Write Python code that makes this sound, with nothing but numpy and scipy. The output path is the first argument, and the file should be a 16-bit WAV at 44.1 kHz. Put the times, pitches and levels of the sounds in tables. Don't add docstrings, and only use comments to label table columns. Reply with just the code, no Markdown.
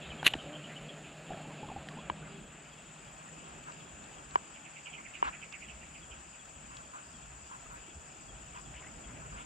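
import sys
import numpy as np
from scipy import signal
from scipy.fft import rfft, irfft, next_fast_len
from scipy.io import wavfile

SR = 44100
rng = np.random.default_rng(int(sys.argv[2]) if len(sys.argv) > 2 else 0)


def wav_out(sig):
    wavfile.write(sys.argv[1], SR, np.round(np.clip(np.atleast_2d(sig).T, -1, 1) * 32767).astype(np.int16))


def makeup_ratio(level_db):
    decades = np.asarray(level_db, float) / 20
    return 10 ** decades


N = 416744
T = np.arange(N) / SR

# pitch in Hz, time to fade by 60 dB in s, left in dB, right in dB.
CHORUS_TONES = [(6800, 0.0093, -9.5, -28), (6870, 0.0088, 6.5, -30), (6870, 0.02, 4.5, -18),
                (7080, 0.0098, -1, 0.5), (7243, 0.017, 1.5, -9), (7650, 0.0026, 4.5, -2.5),
                (7796, 0.0055, -6, -27)]
# time in s, throb number.
THROB_TIMES = [(0, 0.5), (2.0, 40.46), (4.75, 95.0), (6.25, 124.93), (6.75, 134.72), (9.45, 188.58)]
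# pitch in Hz, level in dB per Hz.
FAR_INSECT_COLOUR = [(3300, -16), (4100, -8), (4700, -4), (5200, -2.1), (5900, -4), (6300, -9), (8000, -1),
                     (8500, -6), (9500, -7), (9800, -11), (10400, -27), (11200, -34)]
# start in s, length in s, level in dB.
SIZZLE_BOUTS = [(0, 0.45, -93), (1.6, 0.22, -95), (2.3, 0.89, -98), (3.57, 0.7, -101), (4.68, 0.48, -102),
                (5.24, 0.08, -91), (5.5, 0.15, -100), (5.78, 0.055, -93), (5.97, 0.27, -101),
                (6.45, 0.4, -102), (6.95, 0.14, -94), (7.4, 0.51, -91), (8.53, 0.33, -93), (9.0, 0.5, -94)]
# time in s, chirp number.
NEAR_CHIRPS = [(0.024, 0), (2.007, 30), (6.963, 105), (9.482, 143)]
# time in s, chirp number.
FAR_CHIRPS = [(0.031, 0), (9.464, 142)]
# from in s, to in s.
CHIRP_PAUSES = [
    (2.66, 2.77),
    (3.76, 3.89),
]
FROG_CALLS = [1.286, 1.628, 2.006, 2.365, 2.736, 3.09, 3.464, 3.82, 4.184, 4.551, 4.912, 5.279, 5.667,
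              6.037, 6.413, 6.784, 7.156, 7.524, 7.916, 8.301, 8.67, 9.052, 9.417]
# time in s, level in dB, centre pitch in Hz.
AHEAD_NOTES = [(0.02, -54, 2700), (0.115, -50, 3050), (0.132, -51, 2450), (0.2, -52, 3150),
               (0.3, -49.5, 3020), (0.4, -48, 3020), (0.54, -53.5, 3050), (0.565, -52, 3150),
               (0.653, -50, 3030), (0.771, -50, 3050), (0.9, -51, 3200), (4.988, -49, 2250)]
# time in s, level in dB, centre pitch in Hz.
RIGHT_NOTES = [(4.571, -52, 2530), (4.67, -49.5, 2470), (4.775, -48.5, 2490), (4.877, -44, 2660),
               (4.95, -44, 2660), (5.068, -46, 2320), (5.161, -42, 2570), (5.245, -44.5, 2520),
               (5.285, -55, 3100), (5.348, -46, 2360), (5.436, -44, 2570), (5.545, -43.5, 2480),
               (5.635, -46.5, 2410), (5.703, -47, 2670), (5.832, -50.5, 2460), (5.965, -48.5, 2560),
               (6.13, -49, 2710), (6.349, -55, 2630)]
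# time in s, level in dB, centre pitch in Hz.
LEAF_RUSTLES = [(0.02, -59, 3100), (0.29, -56.5, 3000), (0.72, -58, 2000), (1.55, -63, 1113),
                (9.1, -61, 1495), (8.6, -70, 1300), (8.57, -61, 2730), (8.78, -58, 2600),
                (8.84, -58.5, 1600), (9.4, -57.5, 2700), (6.3, -73, 1400)]
# time in s, pitch in Hz, level in dB.
HOOT_GLIDE = [(0.42, 260, -71), (0.47, 287.4, -50), (0.55, 307.3, -52.5), (0.64, 292, -63),
              (0.72, 287, -64), (0.88, 284.4, -68), (0.93, 290, -55), (0.99, 278.6, -75)]
# time in s, peak in dB, pitch in Hz.
WATER_DROPS = [(1.305, -31, 734), (1.317, -32.5, 656), (1.343, -36.5, 620), (1.372, -39.5, 705),
               (1.45, -40.5, 816), (1.498, -42, 950), (1.63, -33.5, 810), (1.686, -38.5, 980),
               (1.699, -35, 820), (1.715, -34.5, 720), (1.762, -30.5, 754), (1.775, -39, 820),
               (1.87, -44, 706), (1.97, -40, 820), (1.986, -39, 960), (2.226, -44.5, 1390),
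               (3.939, -52, 610), (5.829, -46, 1830), (7.659, -43.5, 1186), (8.868, -45, 2020),
               (7.512, -44, 900), (1.909, -44, 1050), (1.93, -55, 1040)]
# start in s, length in s, level in dB, first Hz, last Hz.
PIPE_GLIDES = [
    (1.495, 0.037, -51, 910, 980),
    (1.635, 0.037, -49, 883, 780),
    (2.246, 0.035, -60, 2060, 2080),
    (2.303, 0.12, -53.5, 402, 390),
    (8.553, 0.02, -56, 960, 980),
    (8.58, 0.024, -54, 990, 1010),
    (8.772, 0.062, -61, 956, 1070),
    (8.813, 0.071, -57, 1790, 2100),
]
# time in s, peak in dB, ring in Hz.
LATCH_CLICKS = [(0.2292, -25.5, 820), (0.23, -30, 1520), (0.256, -30, 2900), (0.2659, -12.5, 2700),
                (0.267, -11.5, 2760), (0.2671, -15.5, 1680), (0.2753, -31, 2900), (0.2774, -11.5, 2580),
                (0.2776, -28, 1820), (0.262, -34, 2600), (0.2688, -24, 2900), (0.2722, -26, 2900),
                (0.2746, -21, 2900), (0.2845, -43, 2300), (0.2859, -29, 3280), (0.2674, -17, 6800),
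                (0.2696, -12, 6800), (0.2675, -23, 3950), (0.269, -21, 4660), (0.3362, -24, 2940),
                (0.3382, -20.5, 2920), (0.3390, -25.5, 810), (0.34, -28.5, 1810), (0.353, -27, 303),
                (0.2660, -31, 376)]
# start in s, length in s, level in dB.
LEVER_SCRAPES = [
    (0.246, 0.039, -40.5),
    (0.263, 0.01, -29),
    (0.285, 0.039, -55),
]
# pitch in Hz, level in dB, time to fade by 60 dB in s.
REEL_TONES = [(1630, 8.5, 0.0015), (2300, 5, 0.0032), (2900, -0.5, 0.0067), (3950, -2, 0.0038),
              (6700, -5, 0.0019), (9400, -15, 0.0042), (11300, -13.5, 0.005)]
# time in s, peak in dB, pitch in Hz, left minus right in dB.
HARD_TICKS = [(1.887, -39, 1820, 16), (1.8873, -43, 3000, 3), (3.639, -45, 2710, 3.5),
              (3.721, -41, 2670, 3.0), (4.04, -46, 3800, 1), (2.74, -49, 3100, 2), (6.7694, -42, 4300, 4),
              (6.7696, -42, 2600, 4), (4.31, -40, 4160, 2), (4.3566, -37.5, 5000, 13),
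              (5.2273, -49, 5300, 0), (5.525, -38, 3550, -4.0), (6.769, -41, 3300, 4),
              (2.0996, -39, 322, 3), (8.125, -56, 4600, -8), (8.743, -54, 4800, 2.1),
              (6.7692, -42, 5500, 5)]
# time in s, peak in dB, pitch in Hz, left minus right in dB.
TWIG_SNAPS = [(8.532, -42, 2700, 2), (8.552, -42, 2860, 0), (8.574, -38, 2520, 2.5),
              (8.825, -41, 2300, 4.5), (8.89, -43, 2200, 2), (1.333, -41, 1700, 0), (1.375, -42, 2400, 0),
              (8.741, -42, 2100, 7), (8.767, -39, 2590, 3.5), (8.798, -40, 2600, 5), (8.87, -40, 2700, 1.5),
              (8.91, -51, 2700, 2.5), (9.086, -44, 3500, 1.1), (9.384, -40, 2800, 0.6),
              (8.201, -45, 2400, 0.6), (7.707, -46, 2640, 0.6), (4.941, -40, 2550, -7),
              (7.256, -46, 1390, 3), (5.607, -42, 2400, -3), (3.336, -43, 2600, 0), (3.23, -46, 2300, 0),
              (3.288, -46, 1900, 0), (6.96, -50, 1600, 2)]
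# time in s, peak in dB.
CASE_KNOCKS = [
    (2.099, -12),
    (4.357, -8.5),
    (5.227, -11),
]
# time in s, length in s, level in dB.
CLOTH_RUBS = [(2.273, 0.032, -55), (2.693, 0.052, -65), (3.092, 0.042, -68), (3.227, 0.1, -58),
              (3.462, 0.24, -64), (3.69, 0.068, -49.5), (4.184, 0.082, -62), (4.35, 0.084, -55),
              (4.5, 0.051, -74), (4.877, 0.031, -57), (4.988, 0.05, -53.5), (5.268, 0.066, -35),
              (6.152, 0.16, -70), (6.759, 0.14, -56), (6.968, 0.078, -50), (7.536, 0.065, -51),
              (7.74, 0.095, -53.5), (8.572, 0.065, -51), (9.243, 0.074, -56), (9.375, 0.12, -50)]
# pitch in Hz, level in dB, time to fade by 60 dB in s.
CASE_TONES = [(423, -11, 0.02), (990, 1, 0.016), (1600, -26, 0.04), (1660, -9.5, 0.0028),
              (2280, -23, 0.029), (2920, -15.5, 0.015)]
# time in s, peak in dB, pitch in Hz.
FINGER_THUMPS = [(0.11, -47, 65), (0.249, -49, 80), (0.36, -44.5, 75), (0.84, -55, 45), (1.09, -57, 75),
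                 (1.32, -52, 85), (1.66, -55, 95), (1.79, -46, 75), (2.06, -56, 55), (2.12, -47, 75),
                 (2.44, -52, 45), (3.56, -55, 80), (3.95, -52, 70), (5.1, -61, 50), (5.28, -54, 60),
                 (5.76, -49, 60), (6.13, -50, 55), (7.25, -52, 55), (7.45, -51, 65), (7.81, -54, 50),
                 (7.98, -45, 70), (8.35, -51, 60), (8.77, -47, 56.4), (9.079, -47, 50), (9.33, -47, 50.4)]
# time in s, level in dB.
MOTOR_LEVEL = [(0, -55.5), (0.1, -56), (0.5, -55.5), (1.05, -58.5), (1.22, -62), (1.32, -52.5),
               (1.52, -55.5), (1.8, -55.5), (2.1, -55), (2.45, -58.5), (2.55, -65.5), (3.18, -64),
               (3.84, -63), (4.4, -70), (5.0, -68.5), (5.87, -70.5), (6.3, -76.5), (9.45, -70.5)]
# pitch in Hz, level in dB per Hz.
LOW_AIR_COLOUR = [(59, -48), (112, -5.5), (152, 2.5), (444, -8), (713, -5), (932, -14.5), (1300, -14.5),
                  (1690, -21.5), (2860, -120)]
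# pitch in Hz, level in dB per Hz.
HIGH_AIR_COLOUR = [(530, -3), (900, 0.5), (1140, -1.5), (1310, 3.5), (2120, -1.5), (2380, 0), (2670, 4),
                   (4200, -14.5), (5460, -30), (9240, -120)]
# pitch in Hz, likeness from 0 to 1.
AIR_LIKENESS = [(60, .95), (150, 0.76), (400, 0.67), (800, 0.39), (1300, 0.14), (2700, 0.75), (3900, 0.54),
                (4700, 0.7), (6000, 0.046)]
# pitch in Hz, left minus right in dB.
AIR_LEAN = [(200, -0.5), (700, -3), (1300, 0), (2500, 2.5), (4000, -0.5), (5200, 7.5), (8800, 7),
            (10000, -5), (12000, -21)]
# time in s, level in dB.
WIND_GUSTS = [(0.1, -65), (0.35, -66), (1.1, -75), (1.79, -71), (2.11, -64), (2.45, -81), (3.1, -66),
              (3.53, -68), (3.97, -59), (4.4, -64), (5.26, -60), (5.76, -60), (6.1, -60), (6.65, -57.5),
              (7.21, -60), (7.7, -59.5), (7.98, -66), (8.37, -55), (8.76, -58.5), (9.14, -51),
              (9.34, -62.5)]
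# time in s, side level in dB.
STEREO_OPENING = [
    (0, -36.5),
    (1.85, -35.5),
    (2.0, -13.5),
    (2.2, -6.5),
    (2.6, -4),
    (3.4, -0.5),
    (9.45, 0.5),
]
# pitch in Hz, level in dB.
WIND_MODE_COLOUR = [(650, 0.63), (1050, 0), (1600, 3), (3000, 4.5), (4200, 7), (5200, -2), (5700, -2),
                    (5950, -0.5), (6600, -1.2), (8800, 0.1), (9200, 4), (9600, 2.5), (10600, 10.5),
                    (11200, 3)]


def rms_one(x):
    return x / np.sqrt(np.mean(x ** 2) + 1e-20)


def in_time(rows):
    s, *columns = np.transpose(rows)
    return [np.interp(T, s, column) for column in columns]


def at_hz(points, hz):
    table_hz, value = np.array(points)[:, 0], np.array(points)[:, 1]
    return np.interp(np.log(hz), np.log(table_hz), value)


def drift(rate):
    step = 40
    r = np.exp(-2 * np.pi * step * rate / SR)
    noise = rng.standard_normal(N // step + 2002)
    slow = signal.lfilter([1], [1, -2 * r, r * r], noise)[2000:]
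    return np.interp(np.arange(N) / step, np.arange(len(slow)), rms_one(slow))


def low_pass(x, hz):
    return signal.sosfilt(signal.butter(4, min(hz, .45 * SR), fs=SR, output="sos"), x)


def band_pass(x, order, low_hz, high_hz):
    return signal.sosfilt(signal.butter(order, [low_hz, high_hz], "band", fs=SR, output="sos"), x)


def ring(clicks, hz, t60):
    r, w = makeup_ratio(-60 / (t60 * SR)), 2 * np.pi * hz / SR
    return signal.lfilter([0, np.sin(w)], [1, -2 * r * np.cos(w), r * r], clicks + 1e-18)


def add(out, s, sound, lean_db=0):
    i = int(np.clip(s * SR, 0, N))
    out[:, i:i + len(sound)] += sound[:N - i] * makeup_ratio(np.array([[lean_db / 2], [-lean_db / 2]]))


def grains(per_s, spread_db, size):
    heights = makeup_ratio(spread_db * np.minimum(rng.exponential(1, size), 5)) * rng.choice([-1, 1], size)
    return heights * (rng.random(size) < per_s / SR)


def bouts(rows, edge):
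    gain = 0
    for s, length, level_db in rows:
        inside = np.minimum(T - s, s + length - T) / edge + .5
        gain = gain + makeup_ratio(level_db) * np.clip(inside, 0, 1)
    return gain


def chorus(level_db):
    out = np.zeros((2, N))
    octave_band = signal.cheby1(4, 1, [13650, 15000], "band", fs=SR, output="sos")
    for side, throb_depth in enumerate([0.13, 0.27]):
        throb = 2 * np.pi * (in_time(THROB_TIMES)[0] + .02 * drift(1.0))
        strokes = 1 + 0.075 * np.cos(4 * throb + 4.1) + 0.09 * np.cos(8 * throb + 1.9)
        buzz = (1 + throb_depth * np.cos(throb)) * strokes
        clicks = grains(1400, 2.0, N) + .5 * rng.standard_normal(N)
        for k, (hz, t60, *gain_db) in enumerate(CHORUS_TONES):
            twice = ring(ring(clicks, hz, t60), hz, t60)
            out[side] += (-1) ** k * makeup_ratio(gain_db[side]) * rms_one(twice)
        out[side] = buzz * low_pass(low_pass(out[side], 9000), 9000)
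        octave = rms_one(signal.sosfilt(octave_band, clicks))
        out[side] += makeup_ratio([-31.0, -22.0][side] + 1.1 * drift(3.2)) * octave
    return makeup_ratio(level_db) * out / np.sqrt(np.mean(out.mean(0) ** 2))


def sizzle():
    hiss = rms_one(band_pass(rng.standard_normal((2, N)), 4, 10400, 12500))
    return (makeup_ratio(-107) + bouts(SIZZLE_BOUTS, edge=0.055)) * makeup_ratio(5.5 * drift(14.0)) * hiss


def cricket(beats, hz, duty, fall_hz, ragged_db):
    turn = (np.interp(T, *np.transpose(beats)) + .5) % 1 - .5
    shape = np.cos(np.pi / 2 * np.clip(2 * turn / duty, -1, 1)) * makeup_ratio(ragged_db * drift(12.0))
    pitch = hz - fall_hz * turn + 12 * drift(21.7)
    return rms_one(shape * np.sin(2 * np.pi * np.cumsum(pitch) / SR))


def frog(level_db, length, fall_hz):
    out, u = np.zeros((2, N)), np.linspace(0, 1, int(length * SR))
    pitch = 3180 + fall_hz * (1 - u) ** 1.5
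    note = np.sin(np.pi * u ** .7) * np.sin(2 * np.pi * np.cumsum(pitch) / SR)
    chances = rng.standard_normal((len(FROG_CALLS), 5))
    for s, (change_db, *echoes) in zip(FROG_CALLS, chances):
        add(out, s - length / 2, makeup_ratio(level_db + 1.5 * change_db) * note, 4.0)
        for k, echo in enumerate(echoes):
            add(out, s + .03 + .03 * k + .004 * echo, makeup_ratio(level_db - 5 - 2.0 * k) * note, 2 * echo)
    return out * makeup_ratio(3.0 * drift(80.0))


def answer(level_db, delay, length):
    swell = sum(np.exp(-((T - s - delay) / length) ** 2) for s in FROG_CALLS)
    hoarse = ring(ring(rng.standard_normal((2, N)), 4870, 0.011), 4870, 0.011)
    return makeup_ratio(level_db) * swell * rms_one(hoarse) * makeup_ratio([[2.5], [-2.5]])


def chatter(rows, length, slide, rasp_hz, lean_db, breathy, tail=3):
    out, size = np.zeros((2, N)), int(tail * length * SR)
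    u = np.arange(size) / (length * SR)
    through = np.clip(u, 0, 1)
    voice = np.sin(np.pi * through ** .75) ** 1.5
    echo = .6 * np.clip(2 * u, 0, 1) * np.exp(-u / 3) * (1 - u / tail)
    for s, level_db, hz in rows:
        pulses = grains(760, 4.5, (2, size)) + breathy * rng.standard_normal((2, size))
        rasp = rms_one(low_pass(pulses, rasp_hz)) + .3
        phase = 2 * np.pi * np.cumsum(hz * (1 + slide * (.5 - through))) / SR
        note = rms_one(rasp[0] * np.sin(phase) + rasp[1] * np.cos(phase))
        add(out, s - length / 2, makeup_ratio(level_db) * (voice + echo) * note, lean_db)
    return out


def hoot():
    hz, level_db = in_time(HOOT_GLIDE)
    phase = 2 * np.pi * np.cumsum(hz + 4.2 * drift(19.6)) / SR
    return makeup_ratio(level_db) * (np.sin(phase) + 1.05 * np.sin(2 * phase)) * (T < HOOT_GLIDE[-1][0])


def drips():
    out, t = np.zeros((2, N)), T[:3000]
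    push = 0.75 * np.exp(-((t - .001) / 0.00049) ** 2)
    for s, peak_db, hz in WATER_DROPS:
        bubble = np.sin(2 * np.pi * hz * t * (1 + 4.5 * t)) * makeup_ratio(-60 * t / 0.05)
        add(out, s, makeup_ratio(peak_db) * (bubble * np.minimum(t / 0.003, 1) - push))
    return out


def glides(rows):
    out = np.zeros((2, N))
    for s, length, level_db, first_hz, last_hz in rows:
        u = np.linspace(0, 1, int(length * SR))
        phase = 2 * np.pi * np.cumsum(first_hz + (last_hz - first_hz) * u) / SR
        add(out, s, makeup_ratio(level_db) * np.sin(np.pi * u ** 0.72) * np.sin(phase))
    return out


def thumps():
    length = 0.055
    return glides([(s - length / 2, length, peak_db, 1.185 * hz, 0.83 * hz) for s, peak_db, hz in FINGER_THUMPS])


def contacts(rows, crack_gain, crack_hz):
    out, t = np.zeros((2, N)), T[:900]
    for s, peak_db, hz, *lean_db in rows:
        body = np.sin(2 * np.pi * hz * t) * np.exp(-t * max(hz, 1200) / 2.3) * np.minimum(t / .0006, 1)
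        burst = rng.standard_normal(len(t)) * np.exp(-t / 0.0021)
        crack = low_pass(burst, crack_hz + 26000 * makeup_ratio(peak_db))
        add(out, s, makeup_ratio(peak_db) * (1.3 * body + crack_gain * crack), sum(lean_db))
    return out


def twigs():
    out, t = np.zeros((2, N)), T[:900]
    for s, peak_db, hz, lean_db in TWIG_SNAPS:
        crack = low_pass(rng.standard_normal(len(t)) * np.exp(-t / .002), 3000)
        snap = np.sin(2 * np.pi * hz * t) * np.exp(-t * hz / 3) + .35 * crack
        add(out, s, makeup_ratio(peak_db) * snap * np.minimum(t / .0006, 1), lean_db)
    return out


def lever():
    slips = grains(3400, 3.1, SR // 2)
    frame = 0
    for k, (hz, gain_db, t60) in enumerate(REEL_TONES):
        frame = frame + (-1) ** k * makeup_ratio(gain_db) * ring(slips, hz, t60)
    out = np.zeros(N)
    out[:SR // 2] = rms_one(frame)
    return out * bouts(LEVER_SCRAPES, edge=0.012)


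def housing():
    knocks, stroke = np.zeros(N), np.full(N, makeup_ratio(-63.0))
    for s, peak_db in CASE_KNOCKS:
        knocks[int(s * SR)] = makeup_ratio(peak_db)
    for s, length, level_db in CLOTH_RUBS:
        stroke += makeup_ratio(level_db) * np.exp(-((T - s) / (0.46 * length)) ** 4)
    scratch = grains(5000, 1.8, N)
    cloth = ring(scratch, 990, 0.012) - 0.81 * ring(scratch, 1450, 0.0082)
    cloth += 0.39 * ring(scratch, 2500, 0.0039) - 0.095 * ring(scratch, 5900, 0.0023)
    soft_knocks = np.convolve(knocks, np.hanning(20) / 9)[:N]
    body = sum(makeup_ratio(gain_db) * ring(soft_knocks, hz, t60) for hz, gain_db, t60 in CASE_TONES)
    body = body + stroke * rms_one(cloth)
    body = low_pass(signal.sosfilt(signal.butter(3, 380, "high", fs=SR, output="sos"), body), 4400)
    lagging = 2.4 * np.diff(body, prepend=0)
    early = makeup_ratio(-np.maximum(in_time(STEREO_OPENING)[0], -12.0) * 0.022)
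    return body * [[1], [-1]] + early * lagging


def motor(level_db):
    blur = rms_one(ring(ring(rng.standard_normal(N), 154.0, 0.15), 150.5, 0.12))
    tone = np.sin(2 * np.pi * np.cumsum(152.5 + 1.5 * drift(2.0)) / SR)
    beating = 1 + .35 * np.cos(2 * np.pi * 8.4 * (T - .6))
    return makeup_ratio(level_db) * rms_one(0.3 * blur + tone * beating)


def air(spectrum, patchy_db):
    size = next_fast_len(N)
    hz = np.maximum(np.fft.rfftfreq(size, 1 / SR), 1)
    inside = (hz > spectrum[0][0]) & (hz < spectrum[-1][0])
    noise = rfft(rng.standard_normal((2, size))) * makeup_ratio(at_hz(spectrum, hz)) * inside
    alike = np.clip(at_hz(AIR_LIKENESS, hz), -1, 1)
    lean_db = at_hz(AIR_LEAN, hz) * [[.5], [-.5]]
    shared, apart = np.sqrt(1 + alike) * noise[0], np.sqrt(1 - alike) * noise[1]
    pair = (shared + apart * [[1], [-1]]) * makeup_ratio(lean_db)
    out, together, place = 0, drift(0.27), 2 * np.log2(hz)
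    for k in range(int(place[inside][0]), int(place[inside][-1]) + 2):
        band = irfft(pair * np.sqrt(np.clip(1 - abs(place - k), 0, 1)), size)[:, :N]
        out = out + band * makeup_ratio(patchy_db * (together / 3 + drift(8.7)))
    return rms_one(out)


def stirred(calm_db, wash_db, follows, gust_db, swing_db, gust):
    return makeup_ratio(calm_db) + makeup_ratio(wash_db + follows * swing_db) + makeup_ratio(gust_db) * gust


def gusts():
    gain = makeup_ratio(-67)
    for s, level_db in WIND_GUSTS:
        spread = np.where(T < s, 0.14, 0.18)
        gain = gain + makeup_ratio(level_db) * np.exp(-((T - s) / spread) ** 2)
    return gain


def wind(gain):
    lumps = rng.standard_normal((2, N)) * makeup_ratio(2.2 * drift(5.2))
    mid, side = band_pass(lumps, 2, 42, 80)
    mid = mid + makeup_ratio(-2.0) * (T / 9) * band_pass(lumps[0], 2, 98, 135)
    return makeup_ratio(-2.0) * gain * rms_one(mid + makeup_ratio(-16.0) * side * [[1], [-1]])


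def scene():
    chorus_db = -60 + 0.2 * T - 2.5 * np.exp(-((T - 2.2) / 0.63) ** 2)
    cricket_db = np.interp(T, [0, 2.5], [-90, -66])
    cricket_db = cricket_db - 14 * sum((T > s) & (T < end) for s, end in CHIRP_PAUSES)
    motor_db, gust = in_time(MOTOR_LEVEL)[0], gusts()
    swing_db = motor_db - motor_db.mean()
    low = stirred(-66.5, -50.5 - 10.5, 0.89, -12.5, swing_db, gust)
    high = stirred(-59, -66 - 14.5, 0.76, -16, swing_db, gust)

    out = chorus(chorus_db) + sizzle()
    out += makeup_ratio(chorus_db - 7.0) * air(FAR_INSECT_COLOUR, patchy_db=1.3)
    out += makeup_ratio(cricket_db) * cricket(NEAR_CHIRPS, 7735, 0.6, 150, ragged_db=0.5) * makeup_ratio([[5.0], [-14.0]])
    out += makeup_ratio(cricket_db) * cricket(FAR_CHIRPS, 8110, .45, -60, ragged_db=2.5) * makeup_ratio([[-5.0], [-16.0]])
    out += cricket(FAR_CHIRPS, 8260, .5, 40, ragged_db=2.0) * makeup_ratio([[-84.0], [-78.0]])
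    out += frog(-62, 0.044, 250) + answer(-72.5, 0.3, 0.072)
    out += chatter(AHEAD_NOTES, 0.035, 0.04, 170, lean_db=-7, breathy=.6, tail=5) * makeup_ratio(-6.0)
    out += chatter(RIGHT_NOTES, .056, 0.18, 406, lean_db=-8.0, breathy=1.0) * makeup_ratio(-7.5)
    out += chatter(LEAF_RUSTLES, .1, -.2, 650, lean_db=2, breathy=.8)
    out += hoot() + drips() + glides(PIPE_GLIDES) + thumps()
    out += contacts(LATCH_CLICKS, crack_gain=.16, crack_hz=4300) + lever()
    out += contacts(HARD_TICKS, crack_gain=.6, crack_hz=6200) + twigs() + housing()
    out += motor(motor_db) * makeup_ratio([[-.3], [.3]])
    out += low * air(LOW_AIR_COLOUR, patchy_db=2.5) + high * air(HIGH_AIR_COLOUR, patchy_db=2.0)
    return out + wind(gust)


def band_limit(x):
    return signal.sosfilt(signal.butter(12, 15830, fs=SR, output="sos"), x)


def record(dry):
    mid, side = (dry[0] + dry[1]) / 2, (dry[0] - dry[1]) / 2
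    top = signal.sosfilt(signal.butter(8, 13000, "high", fs=SR, output="sos"), side)
    top += makeup_ratio(-16.0) * band_pass(side, 4, 4300, 6300)
    hz = np.fft.rfftfreq(N, 1 / SR) + 1
    coloured = irfft(rfft(mid) * makeup_ratio(at_hz(WIND_MODE_COLOUR, hz)), N)
    width = makeup_ratio(in_time(STEREO_OPENING)[0])
    mid = width * mid + (1 - width) * coloured
    side = width * side + (1 - width) * top
    treble_cut = signal.cheby2(10, 28, 15150, fs=SR, output="sos")
    mix = signal.sosfilt(treble_cut, [mid + side, mid - side])
    return band_limit(mix)


dry = scene()
out = record(dry)
wav_out(out)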